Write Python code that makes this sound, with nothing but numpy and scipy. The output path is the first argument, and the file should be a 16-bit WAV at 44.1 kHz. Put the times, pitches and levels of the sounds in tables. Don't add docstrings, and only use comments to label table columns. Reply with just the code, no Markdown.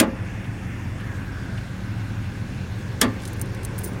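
import sys
import numpy as np
from scipy import signal
from scipy.io import wavfile

SR = 44100
rng = np.random.default_rng(int(sys.argv[2]) if len(sys.argv) > 2 else 0)


def dump_mix(stems):
    frames = np.atleast_2d(stems).T
    limited = np.clip(frames, -1, 1)
    pcm = np.round(limited * 32767).astype(np.int16)
    wavfile.write(sys.argv[1], SR, pcm)


N = 176400
TIME = np.arange(N) / SR
BANDS_HZ = 1000 * 2 ** (np.arange(-15, 13) / 3)
HALF_BAND = 2 ** (1 / 6)

# frequency_hz, level_db, t60_s
TICK_SPECTRUM = [(2000, -39, 0.026), (4000, -17, 0.025), (6100, -14, 0.025), (7560, -8, 0.022),
                 (9600, -4.5, 0.015), (11500, -12, 0.023), (13000, -14, 0.027), (15500, -17, 0.022)]


def from_db(db):
    return 10 ** (np.asarray(db) / 20)


def rms_one(x):
    return x / np.sqrt(np.mean(x ** 2) + 1e-20)


def at_hz(table, hz):
    freqs, *columns = np.transpose(table)
    return [np.interp(np.log(hz), np.log(freqs), column) for column in columns]


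def drift(rate_hz):
    step = 40
    pole = np.exp(-2 * np.pi * rate_hz * step / SR)
    noise = rng.standard_normal(N // step + 2002)
    slow = signal.lfilter([1], [1, -2 * pole, pole * pole], noise)[2000:]
    return np.interp(np.arange(N) / step, np.arange(len(slow)), rms_one(slow))


def band_noise(hz, size):
    sos = signal.butter(3, [hz / HALF_BAND, hz * HALF_BAND], "band", fs=SR, output="sos")
    return rms_one(signal.sosfilt(sos, rng.standard_normal(size + 4000))[-size:])


def resonance(hz, width_hz):
    b, a = signal.iirpeak(hz, hz / width_hz, fs=SR)
    return rms_one(signal.lfilter(b, a, rng.standard_normal(N)))


def add(out, start_s, sound):
    start = max(int(start_s * SR), 0)
    out[start:start + len(sound)] += sound[:N - start]


def burst(spectrum, rise_s, tilt_db, size):
    t, out = TIME[:size], np.zeros(size)
    for hz in BANDS_HZ[BANDS_HZ >= spectrum[0][0] / HALF_BAND]:
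        db, t60 = at_hz(spectrum, hz)
        envelope = (1 - np.exp(-t / rise_s)) * from_db(-60 * t / t60)
        band = band_noise(hz, size) * envelope
        octaves = np.log2(hz / spectrum[len(spectrum) // 2][0])
        out += rms_one(band) * np.sqrt(np.mean(envelope ** 2)) * from_db(db + tilt_db * octaves)
    return out


def ring(hz, t60, rise_s):
    t = TIME[:SR // 2]
    tone = np.sin(2 * np.pi * (hz * t + rng.random()))
    return tone * (1 - np.exp(-t / rise_s)) * from_db(-60 * t / t60)


def crack(place):
    # frequency_hz, mechanism_db, lever_db, t60_s
    contact_bands = [(300, -36, -20, 0.025), (920, -18, -19, 0.021), (1710, -2.5, -2, .03),
                     (2510, -7.5, -16, 0.045), (3260, -7, -2.5, 0.037), (4140, -9.5, -14, 0.037),
                     (5400, -5, -2, 0.03), (6500, -4.5, -8, 0.031), (8000, -2, 3.5, 0.013),
                     (10000, 0, -1, 0.019), (12600, -10, -6, 0.024), (15500, -2.5, -10, .026)]
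    spectrum = [(hz, mechanism_db + place * (lever_db - mechanism_db), t60)
                for hz, mechanism_db, lever_db, t60 in contact_bands]
    return burst(spectrum, rise_s=0.00039, tilt_db=0, size=6000)


def clacks():
    # start_s, crack_db, boom_db, boom_tilt_db_per_octave, place
    impacts = [(0.0, -9.5, -8, 0.5, 0), (3.0138, -10.5, -8.5, 1.5, 0.96)]
    # frequency_hz, level_db, t60_s
    boom_spectrum = [(110, -42, 0.22), (170, -26, 0.3), (241, -7.5, 0.34), (436, -9, 0.2), (745, -15, 0.21),
                     (1710, -13.5, 0.17), (2830, -17, 0.13), (5000, -18.5, 0.085), (8950, -8.5, 0.06),
                     (15000, -25, 0.063)]
    # frequency_hz, mechanism_db, lever_db, t60_s
    modes = [(198.7, -13.5, -18.5, 0.22), (234.5, -11, -14, 0.26), (258, -12, -16, 0.25),
             (320.3, -14, -23, 0.23), (422.5, -24, -21, 0.29), (530, -28.5, -34.5, 0.68),
             (560, -18.5, -27, 0.23), (640, -17.5, -42, 0.2), (853, -27.5, -35, 0.32),
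             (1061.5, -30, -26.5, 0.27), (1179, -28, -21.5, 0.27), (1638, -14, -37, 0.081),
             (1695, -23, -22, 0.11), (1775, -38, -25.5, 0.28), (1906, -35, -25, .2),
             (2470, -19, -41, 0.079), (3285, -34, -18.5, 0.067), (3345, -37, -19, 0.094),
             (3630, -42, -19, 0.087), (4590, -44, -34, 0.19), (5360, -37, -14, 0.045),
             (6740, -24, -22, 0.058), (7850, -26, -17, 0.019), (9260, -26, 2, 0.012),
             (12880, -47.5, -17.5, 0.034)]
    # start_s, level_db
    slips = [(3.0104, -35)]
    rise_cycles, longest_rise_s = 13, 0.01
    out = np.zeros(N)
    for start_s, crack_db, boom_db, tilt_db, place in impacts:
        add(out, start_s, from_db(crack_db) * crack(place))
        boom = burst(boom_spectrum, rise_s=0.017, tilt_db=tilt_db, size=20000)
        add(out, start_s, from_db(boom_db) * boom)
        for hz, mechanism_db, lever_db, t60 in modes:
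            gain = from_db(mechanism_db + place * (lever_db - mechanism_db))
            add(out, start_s, gain * ring(hz, t60, min(rise_cycles / hz, longest_rise_s)))
    for start_s, db in slips:
        add(out, start_s, from_db(db) * crack(place=1))
    return out


def engines():
    # frequency_hz, rms_db
    tones = [(36.4, -45.5), (86.5, -39), (95.6, -47), (109.3, -34.5), (132, -44), (182.2, -41.5),
             (219, -60), (268, -52), (301, -55)]
    speed_wander, flutter_db = 0.00367, 1.4
    engine_time = np.cumsum(1 + speed_wander * drift(rate_hz=1)) / SR
    out = np.zeros(N)
    for hz, db in tones:
        amplitude = np.sqrt(2) * from_db(db + flutter_db * drift(rate_hz=6))
        out += amplitude * np.sin(2 * np.pi * (hz * engine_time + rng.random()))
    return out


def traffic():
    # frequency_hz, level_db
    spectrum = [(31, -72), (40, -62), (50, -45.5), (62, -44.5), (80, -47.5), (100, -36.5), (125, -39),
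                (160, -48.5), (200, -41.5), (260, -46), (330, -47), (430, -54), (650, -54.5), (1000, -53.5),
                (1250, -53.5), (1650, -51), (2100, -51), (2700, -53.5), (3400, -61), (4300, -61),
                (6400, -60.5), (8500, -65), (10500, -67.5), (13000, -69), (16000, -69.5)]
    # time_s, low_mid_db, tyre_hiss_db, presence_db, treble_db
    swells = [(0, 5, -0.5, -4, -4), (.45, -1, 2.5, -3, -0.5), (.9, -1.5, 2, -2, 0), (1.12, 3.5, 0, -2, 0.5),
              (1.25, -1, 0.5, 1, -0.5), (1.6, -0.5, -1.5, 3, 0), (2.2, -2, 0.5, 1.5, 0),
              (2.75, -2.5, -1.5, 3.5, 0.5), (3.25, -0.5, -0.5, 4.5, 1), (3.6, -2, -0.5, 1, -1),
              (3.87, 3.5, 0, 2.5, 0.5), (4, -2, 1.5, 0.5, 1.5)]
    centres_hz = (250, 520, 2400, 4000, 6500)
    # frequency_hz, width_hz, rms_db
    booth_modes = [(525, 25, -57), (790, 50, -59), (3490, 40, -66), (5490, 50, -70), (9190, 50, -75),
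                   (9680, 60, -76), (10400, 100, -75)]
    flicker_db = 1.56
    times, *levels = np.transpose(swells)
    curves = [np.zeros(N)] + [np.interp(TIME, times, level) for level in levels]
    out = np.zeros(N)
    for hz in BANDS_HZ:
        shares = [np.interp(np.log(hz), np.log(centres_hz), row) for row in np.eye(len(curves))]
        swell_db = sum(share * curve for share, curve in zip(shares, curves))
        band_db = at_hz(spectrum, hz)[0] + swell_db
        out += band_noise(hz, N) * from_db(band_db + flicker_db * drift(rate_hz=9.1))
    for hz, width_hz, db in booth_modes:
        out += from_db(db) * resonance(hz, width_hz)
    return out


def hollow():
    # time_s, centre_hz, rms_db
    course = [(0, 1720, -52), (.95, 1720, -50), (1.099, 1700, -41.5), (1.25, 1572, -46.5),
              (1.42, 1570, -44.5), (1.65, 1538, -48.5), (2.101, 1538, -50), (2.9, 1597, -50),
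              (4, 1560, -50.5)]
    width_hz = 226
    times, hz, db = np.transpose(course)
    lowpass = signal.butter(2, width_hz / 2, fs=SR, output="sos")
    in_phase, quadrature = signal.sosfilt(lowpass, rng.standard_normal((2, N)))
    phase = 2 * np.pi * np.cumsum(np.interp(TIME, times, hz)) / SR
    band = in_phase * np.cos(phase) + quadrature * np.sin(phase)
    return from_db(np.interp(TIME, times, db)) * rms_one(band)


def vehicle():
    # time_s, gain_db
    approach = [(0, -21), (2.2, -15), (2.8, -2.5), (3.3, -1), (3.85, 1.5), (4, 3)]
    # frequency_hz, width_hz, level_db
    modes = [(385, 48, -46), (471, 57, -50.5), (542, 40, -50), (873, 75, -55), (1060, 89, -52)]
    gain_db = np.interp(TIME, *np.transpose(approach))
    drone = sum(from_db(db + gain_db) * resonance(hz, width_hz) for hz, width_hz, db in modes)
    return signal.sosfilt(signal.butter(2, 1500, fs=SR, output="sos"), drone)


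def hand():
    # start_s, level_db
    rubs = [(0.442, -43), (.998, -42), (1.574, -38.5)]
    # frequency_hz, level_db, t60_s
    spectrum = [(1600, -6, .1), (2400, 1, .08), (3300, 1.5, 0.067), (4500, -11, .07), (8000, -15, .06)]
    out = np.zeros(N)
    for start_s, db in rubs:
        add(out, start_s, from_db(db) * burst(spectrum, rise_s=0.0057, tilt_db=-1, size=8000))
    return out


def slides():
    # start_s, end_s, level_db
    spells = [(3.192, 3.41, -49), (3.774, 3.89, -45)]
    touches_per_s, scatter_db = 220, 2
    out = np.zeros(N)
    for start_s, end_s, db in spells:
        touches = (rng.random(N) < touches_per_s / SR) & (TIME > start_s) & (TIME < end_s)
        impulses = touches * from_db(db + rng.normal(0, scatter_db, N))
        tick = burst(TICK_SPECTRUM, rise_s=0.0004, tilt_db=2, size=2500)
        out += signal.fftconvolve(impulses, tick)[:N]
    return out


def ticks():
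    # start_s, level_db, tilt_db_per_octave
    impacts = [(3.2012, -50, -14), (3.2215, -44, -11), (3.2345, -41, -11), (3.2524, -32.5, -8),
               (3.257, -41, -1), (3.276, -31.5, -2), (3.283, -38, -2), (3.3312, -35, 9),
               (3.3953, -36.5, -1), (3.4139, -20.5, 7), (3.4578, -45, -6), (3.547, -39.5, -2),
               (3.575, -53, -17), (3.6316, -36.5, -1), (3.6405, -44, 0), (3.649, -24.5, 0.5),
               (3.7808, -32, 3), (3.787, -27.5, 16), (3.793, -41, 7), (3.809, -40, 3), (3.8347, -31, 3),
               (3.8418, -24.5, 7), (3.8475, -26, 9), (3.858, -36, -4), (3.9322, -46, -1)]
    # frequency_hz, level_db, t60_s
    modes = [(6210, -15, 0.051), (8600, -12.5, 0.024), (9300, -3.5, 0.019), (9680, -8, .03),
             (12500, -14, .045), (15330, -18, 0.027), (15900, -23, 0.03)]
    scatter_db, detune, pivot_hz = 2.5, 0.0137, 9250
    out = np.zeros(N)
    for start_s, db, tilt_db in impacts:
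        add(out, start_s, from_db(db) * burst(TICK_SPECTRUM, rise_s=0.00031, tilt_db=tilt_db, size=2500))
        for hz, mode_db, t60 in modes:
            gain = from_db(db + mode_db + tilt_db * np.log2(hz / pivot_hz) + rng.normal(0, scatter_db))
            detuned_hz = hz * (1 + rng.normal(0, detune))
            add(out, start_s, gain * ring(detuned_hz, t60, rise_s=0.0004))
    return out


def jingle():
    # start_s, level_db
    touches = [(3.8423, -1), (3.8600, 0), (3.8720, 0)]
    # frequency_hz, level_db, t60_s
    modes = [(9600, -39.5, 0.11), (9400, -48, .11), (15550, -46, .11)]
    out = np.zeros(N)
    for start_s, db in touches:
        for hz, mode_db, t60 in modes:
            add(out, start_s, from_db(db + mode_db) * ring(hz, t60, rise_s=0.001))
    return out


def scene():
    payphone = clacks() + ticks() + jingle() + slides() + hand()
    street = engines() + vehicle() + traffic() + hollow()
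    return (payphone + street)[None]


def record(dry):
    ceiling, cutoff_hz = 0.94, 15900
    lowpass = signal.ellip(10, 0.1, 90, cutoff_hz, fs=SR, output="sos")
    return signal.sosfilt(lowpass, ceiling * np.tanh(dry / ceiling))


dry = scene()
out = record(dry)
dump_mix(out)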